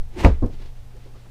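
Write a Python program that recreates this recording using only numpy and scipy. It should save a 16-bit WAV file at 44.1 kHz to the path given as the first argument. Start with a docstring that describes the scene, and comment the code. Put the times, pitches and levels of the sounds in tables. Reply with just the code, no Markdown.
"""In a small wood-panelled cabin, a piece of upholstered furniture is shoved into place.
Its cloth slides and its frame groans. It lands with a heavy thump and a wooden clack, then drops
once more, softly, and its weight keeps the floor swaying. Faint rustles, two tiny ticks and small
bumps follow, over a low rumble, a hiss of air and an electric hum."""
import sys
import numpy as np
from scipy import signal
from scipy.fft import rfft, irfft
from scipy.io import wavfile

SR = 44100
rng = np.random.default_rng(int(sys.argv[2]) if len(sys.argv) > 2 else 0)


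def to_wav(s):
    """Save 16-bit WAV."""
    ch = np.atleast_2d(s).T  # columns
    pcm = np.round(np.clip(ch, -1, 1) * 32767)  # PCM
    wavfile.write(sys.argv[1], SR, pcm.astype(np.int16))


N = 57330
T = np.arange(N) / SR

# The tone colour of each noise. Each row: pitch in Hz, relative level in dB.
AIR_COLOUR = [(100, -7.5), (180, -7), (250, -7.5), (360, -18.5), (480, -13.5), (850, -18.5), (1200, -22),
              (4700, -28), (15000, -38)]
RUMBLE_COLOUR = [(10, 15.5), (21, 7.5), (30, 1), (45, -1.5), (70, -4), (100, -22), (160, -21.5),
                 (400, -69.5)]
SLIDE_COLOUR = [(150, 8), (330, 12), (520, -1), (870, 3), (1300, -8), (2300, -3), (3500, -10), (6000, -17),
                (9000, -23), (15000, -35)]
BUMP_COLOUR = [(120, 0), (280, 0), (410, 3), (470, -12.5), (540, -0.5), (660, -9), (1000, -4.5),
               (2000, -12.5), (8000, -31)]
ECHO_COLOUR = [(120, 1), (250, 5.5), (550, -2.5), (950, -6.5), (1400, -9), (2300, -15.5), (2900, -22),
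               (3500, -9.5), (7000, -10), (15000, -31)]
CLACK_COLOUR = [(700, -36), (1500, -9), (2000, 5), (2400, 4), (2950, 0), (3300, -10), (3900, -13),
                (6000, -23.5), (15000, -41)]
TICK_COLOUR = [(3000, -8), (6000, 2), (12000, -7), (15000, -13)]
RUSTLE_COLOUR = [(300, 4), (900, 2), (1600, 2.5), (2600, 4.5), (4500, 1), (7000, -11.5), (15000, -22)]

# How loud the rumble is. Each row: time in seconds, level in dB.
RUMBLE_LOUDNESS = [(0, -21.5), (.14, -35), (.55, -31), (.9, -40), (1.3, -44)]
# The hum's steady tones. Each row: pitch in Hz, average level in dB.
HUM_TONES = [(118.9, -48), (468.3, -71.5), (721.4, -70.5), (839.8, -69.5)]
# Cloth slides, and later rustles. Each row: peak time, rise and fall in seconds, level in dB.
CLOTH_SLIDES = [(.145, 0.044, 0.043, -49.5), (.192, 0.033, 0.14, -31.5), (.208, 0.043, 0.037, -28),
                (.246, 0.039, 0.054, -25.5)]
CLOTH_RUSTLES = [(.462, 0.015, 0.055, -59), (.543, 0.056, 0.033, -53.5), (.625, 0.098, 0.064, -52.5),
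                 (.662, 0.044, 0.075, -54.5), (.77, 0.033, 0.11, -63), (.968, 0.014, 0.039, -77),
                 (1.05, 0.23, 0.12, -60.5), (1.16, 0.034, 0.22, -60.5)]
# Weight pressing on the floor. Each row: middle time and length in seconds, strength in dB.
FLOOR_PUSHES = [(.148, 0.0073, -41), (0.185, 0.014, -25.5), (.211, 0.01, -24), (0.247, 0.015, -0.5),
                (.306, 0.0154, -8), (0.439, 0.031, -7), (0.797, 0.015, -32), (0.96, 0.018, -32),
                (1.151, 0.016, -35)]
# Deep notes of floor and seat. Each row: pitch in Hz, gain in dB, ring time in seconds, swing direction.
FLOOR_NOTES = [(19.6, -16, 1.3, -1), (45, 8, .072, 1), (67, -2.5, .29, -1), (93, 5, .38, -1)]
# The frame's groans. Each row: peak time in seconds, pitch in Hz, level in dB, rise and fall in seconds.
FRAME_GROANS = [(0.173, 365, -26.5, 0.019, 0.038), (0.953, 400, -45, 0.023, 0.021),
                (0.969, 500, -46.5, 0.026, 0.019), (1.065, 538, -50.5, 0.031, 0.017),
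                (1.074, 393, -48, 0.035, 0.048)]
# Padded knocks. Each row: start in seconds, level in dB, treble cutoff in Hz.
SOFT_BUMPS = [(0.234, -22, 1090), (0.4268, -26.5, 313), (0.528, -46, 200), (.597, -47.5, 400),
              (0.616, -48, 800), (0.653, -53, 665), (0.964, -55, 640), (1.056, -51, 710),
              (1.142, -50.5, 910), (1.153, -49.5, 720), (1.252, -53.5, 2600)]
# The two landings. Each row: start in seconds, frame gain in dB, treble cutoff in Hz, echo gain in dB.
LANDINGS = [(0.2444, -13, 1550, -18.5), (.4225, -21, 657, -25.5)]
# Notes of frame and panels. Each row: pitch in Hz, ring time in seconds, gain in dB at each landing.
FRAME_NOTES = [(96.9, 0.16, -4, 4), (177.8, 0.159, -1.5, -20), (226, 0.049, -0.5, -4),
               (272, 0.073, -1, -9.5), (287.3, 0.09, -5.5, -0.5), (311.2, 0.17, -40, -10.5),
               (363, 0.086, -13, -12), (432, 0.2, -9.5, -21.5), (484.3, 0.13, -10, -4.5),
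               (529.6, 0.11, -2.5, -18.5), (581.8, 0.13, -11, -14), (692, 0.11, -6.5, -12.5),
               (867, 0.078, -11.5, -32), (905, 0.062, -6.5, -15), (970.6, 0.12, -11.5, -20.5),
               (1079, 0.034, -23, -11), (1220, 0.057, -14, -36)]
# High notes of the wood. Each row: pitch in Hz, gain in dB, ring time in seconds.
WOOD_NOTES = [(1637, -35, 0.22), (1943, -29, 0.16), (2270, -24.5, 0.16), (2750, -19, 0.13),
              (3070, -34, .12), (3250, -31, .11)]
# Two tiny ticks. Each row: start in seconds, level in dB.
BRIGHT_TICKS = [(0.4597, -57), (.966, -61)]


def from_db(db):
    """Turn decibels into a number to multiply by."""
    return 10 ** (np.asarray(db) / 20)


def rms_one(x):
    """Scale a sound so its average power is 1."""
    return x / np.sqrt(np.mean(x ** 2) + 1e-20)


def coloured(colour, source=None):
    """Give white noise, or another source, a tone colour and a power of 1."""
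    hz, db = np.transpose(colour)
    f = np.fft.rfftfreq(N, 1 / SR) + 1e-3
    gain = from_db(np.interp(np.log(f), np.log(hz), db)) * np.minimum(f / hz[0], 1) ** 2
    return rms_one(irfft(rfft(rng.standard_normal(N) if source is None else source) * gain, N))


def soften(x, hz):
    """Take away the treble above hz, as a soft contact does."""
    return signal.sosfilt(signal.butter(2, min(hz, .45 * SR), fs=SR, output="sos"), x)


def burst(start, build, hold, t60):
    """Build up, hold, then fade by 60 dB in t60 (the ring time); all in seconds."""
    return np.clip((T - start) / build, 0, 1) * from_db(-60 * np.maximum(T - start - hold, 0) / t60)


def stroke(peak, rise, fall):
    """A swell that gains 20 dB in the rise time and loses 20 dB in the fall time."""
    return from_db(-20 * np.maximum((peak - T) / rise, (T - peak) / fall))


def push(middle, length):
    """A smooth bump of force that adds up to 1."""
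    force = np.cos(np.pi * np.clip((T - middle) / length, -.5, .5)) ** 2
    return force / force.sum()


def ring(force, hz, t60):
    """Each push leaves one pure note dying away."""
    r, w = np.exp(-np.log(1000) / (t60 * SR)), 2 * np.pi * hz / SR
    return signal.lfilter([0, np.sin(w)], [1, -2 * r * np.cos(w), r * r], force + 1e-18)


def background():
    """Air hisses, the cabin rumbles and something electric hums."""
    hiss = from_db(-55.5) * coloured(AIR_COLOUR)
    times, levels = np.transpose(RUMBLE_LOUDNESS)
    rumble = from_db(np.interp(T, times, levels)) * coloured(RUMBLE_COLOUR)
    hum = sum(np.sqrt(2) * from_db(db) * np.sin(2 * np.pi * (hz * T + rng.random()))
              for hz, db in HUM_TONES)
    return hiss + rumble + hum


def rubbing_cloth(strokes, colour):
    """Fibres catch and slip in a dense crackle that swells with each stroke."""
    slips_per_second, spread_db = 2500, 2
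    slips = (rng.random(N) < slips_per_second / SR) * rng.choice([-1, 1], N)
    sizes = from_db(spread_db * np.minimum(rng.exponential(1, N), 4))
    friction = coloured(colour, 0.45 * rms_one(slips * sizes) + rng.standard_normal(N))
    power = sum((from_db(db) * stroke(peak, rise, fall)) ** 2 for peak, rise, fall, db in strokes)
    return friction * np.sqrt(power)


def floor_boom():
    """Weight comes onto the floor in soft pushes and sets it swaying with deep notes."""
    force = sum(from_db(db) * push(middle, length) for middle, length, db in FLOOR_PUSHES)
    return sum(sign * from_db(db) * ring(force, hz, t60) for hz, db, t60, sign in FLOOR_NOTES)


def frame_groans():
    """The frame sticks and slips as it moves and settles, giving brief, uneven tones."""
    out = 0
    for peak, hz, db, rise, fall in FRAME_GROANS:
        wobble = 0.64 * rms_one(soften(rng.standard_normal(N), hz=71.5))  # in radians
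        out += from_db(db) * stroke(peak, rise, fall) * np.sin(2 * np.pi * hz * T + wobble)
    return out


def soft_bumps():
    """Light padded knocks, heard mostly through the cabin."""
    out = 0
    for start, db, cutoff_hz in SOFT_BUMPS:
        noise = rms_one(soften(coloured(BUMP_COLOUR), cutoff_hz))
        out += from_db(db) * noise * burst(start, build=0.00187, hold=0.013, t60=0.12)
    return out


def landing_thumps():
    """Each landing shakes the frame and panels in its own way; they ring out into the cabin."""
    out = 0
    for landing, (start, frame_db, cutoff_hz, echo_db) in enumerate(LANDINGS):
        frame = 0
        for hz, t60, *levels in FRAME_NOTES:
            tone = from_db(frame_db + levels[landing]) * np.sin(2 * np.pi * hz * (T - start))
            frame += tone * burst(start, build=0.00247, hold=0.017, t60=t60)
        echo = coloured(ECHO_COLOUR) * burst(start, build=0.0028, hold=0.018, t60=0.21)
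        out += soften(frame + from_db(echo_db) * echo, cutoff_hz)
    return out


def wooden_clack():
    """Wood hits wood at the first landing: a hard crack, its echo and a few high notes."""
    start = 0.2474  # seconds
    hit = burst(start, build=0.00057, hold=0.0011, t60=0.024)
    echo = from_db(-25) * burst(start, build=0.0053, hold=0.0048, t60=0.3)
    crack = from_db(-17.5) * (hit + echo) * coloured(CLACK_COLOUR)
    force = push(start, length=0.00058)
    return crack + sum(from_db(db) * ring(force, hz, t60) for hz, db, t60 in WOOD_NOTES)


def bright_ticks():
    """Two tiny, faint, bright ticks."""
    loudness = sum(from_db(db) * burst(start, build=0.00052, hold=0.00092, t60=0.043)
                   for start, db in BRIGHT_TICKS)
    return coloured(TICK_COLOUR) * loudness


def scene():
    """All the sounds add up in one channel."""
    shove = floor_boom() + landing_thumps() + wooden_clack() + rubbing_cloth(CLOTH_SLIDES, SLIDE_COLOUR)
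    small = frame_groans() + rubbing_cloth(CLOTH_RUSTLES, RUSTLE_COLOUR) + bright_ticks() + soft_bumps()
    return (shove + small + background())[None]


def record(dry):
    """The loudest peaks are flattened, then the highest treble is cut away."""
    peak_limit, cutoff_hz = 0.95, 15400
    treble_cut = signal.ellip(10, .1, 80, cutoff_hz, fs=SR, output="sos")
    return signal.sosfilt(treble_cut, np.clip(dry, -peak_limit, peak_limit))


dry = scene()
out = record(dry)
to_wav(out)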